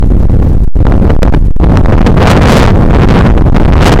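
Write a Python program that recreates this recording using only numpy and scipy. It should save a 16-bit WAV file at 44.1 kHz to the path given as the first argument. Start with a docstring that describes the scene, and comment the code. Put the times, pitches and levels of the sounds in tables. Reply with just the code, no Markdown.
"""A heavy, crackling rumble: strong mountainside gusts blow straight onto a camera's microphone.
Turbulence overloads the input nearly all the time; clipping squares off the rumble and makes the
crackle, denser as the wind rises. Slow shoves of air pin the input and briefly choke the sound.
A few short bumps jolt the camera."""
import sys
import numpy as np
from scipy import signal
from scipy.fft import rfft, irfft, next_fast_len
from scipy.io import wavfile
from scipy.ndimage import map_coordinates

SR = 44100
rng = np.random.default_rng(int(sys.argv[2]) if len(sys.argv) > 2 else 0)


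def waveform_to_disk(signal):
    """Save audio, clipped to [-1, 1], as 16-bit WAV at the path in sys.argv[1]."""
    frames = np.transpose(np.atleast_2d(signal))
    scaled = np.clip(frames, -1, 1) * 32767
    samples = np.round(scaled).astype(np.int16)
    wavfile.write(sys.argv[1], SR, samples)


N = 176400

# wind strength, drives the smaller eddies and the hiss: t/s, level/dB
WIND_DB = [(0, -11), (.27, 3.5), (.42, -2.5), (.56, -4.5), (.76, -12), (.88, 6), (1.03, -2), (1.12, 3.5),
           (1.35, 7), (1.4, -22), (1.56, -10), (1.61, 6), (1.84, 6), (1.95, 11), (2.16, 6), (2.175, 19.5),
           (2.25, 14), (2.275, 25.5), (2.325, 24), (2.38, 16), (2.525, 24.5), (2.66, 18), (2.72, 11),
           (3.0, 11), (3.09, 15), (3.27, 16.5), (3.33, 5.5), (3.51, 9), (3.57, 16), (3.64, 10), (3.78, 12),
           (3.88, 26), (4, 14.5)]
# slow, heavy buffeting that overloads the input: t/s, level/dB
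BUFFETING_DB = [(0, 6.5), (.42, 6), (.7, 4), (.85, 11), (1.03, 6.5), (1.33, 10.5), (1.44, 0), (1.62, 11),
                (1.95, 10.5), (2.13, 12.5), (2.65, 13.5), (2.8, 11), (3.25, 8.5), (3.65, 10.5), (3.85, 15),
                (4, 13)]
# shoves of air: start t/s, length/s, direction (+-1)
AIR_SHOVES = [(0.648, 0.023, -1), (0.695, 0.049, 1), (0.831, 0.018, -1), (1.169, 0.023, -1),
              (1.185, 0.039, 1), (1.297, .021, 1), (1.489, 0.017, -1), (1.517, 0.044, 1),
              (1.571, 0.026, -1)]
# bumps on the camera: centre t/s, length/s, level/dB
CAMERA_BUMPS = [(.028, 0.0061, 4.5), (0.427, 0.01, 5), (0.868, 0.0064, 7.5), (.879, 0.0068, 14.5),
                (0.922, .006, 6), (1.106, 0.031, 7.5), (1.2308, 0.0047, 25.5), (1.278, 0.023, 4),
                (1.344, 0.022, 10), (1.773, 0.0025, 23), (1.861, 0.0057, 16), (2.069, 0.027, 16),
                (3.38, 0.0093, 15), (3.567, 0.017, 14.5)]
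# noise spectra, relative density: f/Hz, level/dB
HISS_SPECTRUM = [(100, 4.5), (600, 9), (1500, -3), (4000, -10), (8000, -12), (16000, -12.5)]
BUMP_SPECTRUM = [(40, 0.5), (200, 3.5), (500, -2), (900, -10), (2000, -49.5), (6000, -53), (16000, -91)]
RUMBLE_SPECTRUM = [(5, -14), (14, -1), (28, -1), (55, -2), (90, -8), (160, -24.5), (400, -55), (1000, -120)]
EDDY_SPECTRUM = [(25, -21.5), (70, -2.5), (120, -1.5), (200, -4.5), (320, -14), (640, -40), (1500, -50),
                 (4000, -120)]
FLUTTER_SPECTRUM = [(80, -18.5), (250, -3.5), (500, 0), (1000, -10.5), (2000, -23.5), (4000, -42),
                    (8000, -60), (16000, -83)]
# recorder's treble droop: f/Hz, level/dB
TREBLE_DROOP = [(1000, -1), (5000, -.5), (10000, -2.5), (16000, -3.5)]


def amp(db):
    """Decibels to gain."""
    return 10 ** (np.asarray(db) / 20)


def gain_at(spectrum, hz):
    """Gain from (f/Hz, level/dB) points on a log frequency axis."""
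    points_hz, points_db = np.transpose(spectrum)
    return amp(np.interp(np.log(hz + 1), np.log(points_hz + 1), points_db))


def filtered(x, gain):
    """Apply gain(hz) by zero-padded FFT."""
    size = next_fast_len(len(x) + 8192)
    hz = np.fft.rfftfreq(size, 1 / SR)
    return irfft(rfft(x, size) * gain(hz), size)[:len(x)]


def noise(spectrum):
    """Coloured noise, rms 1."""
    x = filtered(rng.standard_normal(N), lambda hz: gain_at(spectrum, hz))
    return x / x.std()


def wobble(knots_per_s):
    """Smooth random curve."""
    knots = rng.standard_normal(N // 100)
    return map_coordinates(knots, [np.arange(N) * knots_per_s / SR], mode="wrap")


def hiss(wind_db):
    """Faint hiss, rising slightly with the wind."""
    return noise(HISS_SPECTRUM) * amp(-33.5 + 0.11 * wind_db)


def bumps(t):
    """Short, dull jolts to the camera; no ring."""
    envelope = np.zeros(N)
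    for centre_s, length_s, level_db in CAMERA_BUMPS:
        offset = np.clip((t - centre_s) / length_s, -.5, .5)
        envelope += amp(level_db) * np.cos(np.pi * offset) ** 2
    return envelope * noise(BUMP_SPECTRUM)


def shoves(t, level_db=15, edge_s=0.0081):
    """Each shove of air rises smoothly, holds the pressure far to one side and lets go."""
    push = np.zeros(N)
    for start_s, length_s, direction in AIR_SHOVES:
        inside_s = np.minimum(t - start_s, start_s + length_s - t)
        ramp = np.clip(inside_s / edge_s + .5, 0, 1)
        push += direction * np.sin(np.pi / 2 * ramp) ** 2
    return amp(level_db) * push


def turbulence(t, wind_db):
    """Big (rumble), middling and small (flutter) eddies surge together; small ones grow fastest."""
    buffeting_db = np.interp(t, *np.transpose(BUFFETING_DB))
    surge_db = wobble(knots_per_s=45)
    rumble = noise(RUMBLE_SPECTRUM) * amp(buffeting_db + surge_db)
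    eddies = noise(EDDY_SPECTRUM) * amp(-2.5 + 0.8 * wind_db + 3 * surge_db)
    flutter = noise(FLUTTER_SPECTRUM) * amp(-24 + 1.516 * wind_db + 4.5 * surge_db)
    return rumble + eddies + flutter


def scene():
    """Pressure on the microphone, mono."""
    t = np.arange(N) / SR
    wind_db = np.interp(t, *np.transpose(WIND_DB))
    return (turbulence(t, wind_db) + hiss(wind_db) + shoves(t) + bumps(t))[None]


def record(dry):
    """The input clips hard on both sides; the treble droops and ends at the band limit."""
    ceiling, oversampling, top_hz = 0.78, 4, 16400
    upsampled = signal.resample_poly(dry[0], oversampling, 1)
    clipped = signal.resample_poly(np.clip(upsampled, -ceiling, ceiling), 1, oversampling)
    return filtered(clipped, lambda hz: gain_at(TREBLE_DROOP, hz) / (1 + (hz / top_hz) ** 80))[None]


dry = scene()
out = record(dry)
waveform_to_disk(out)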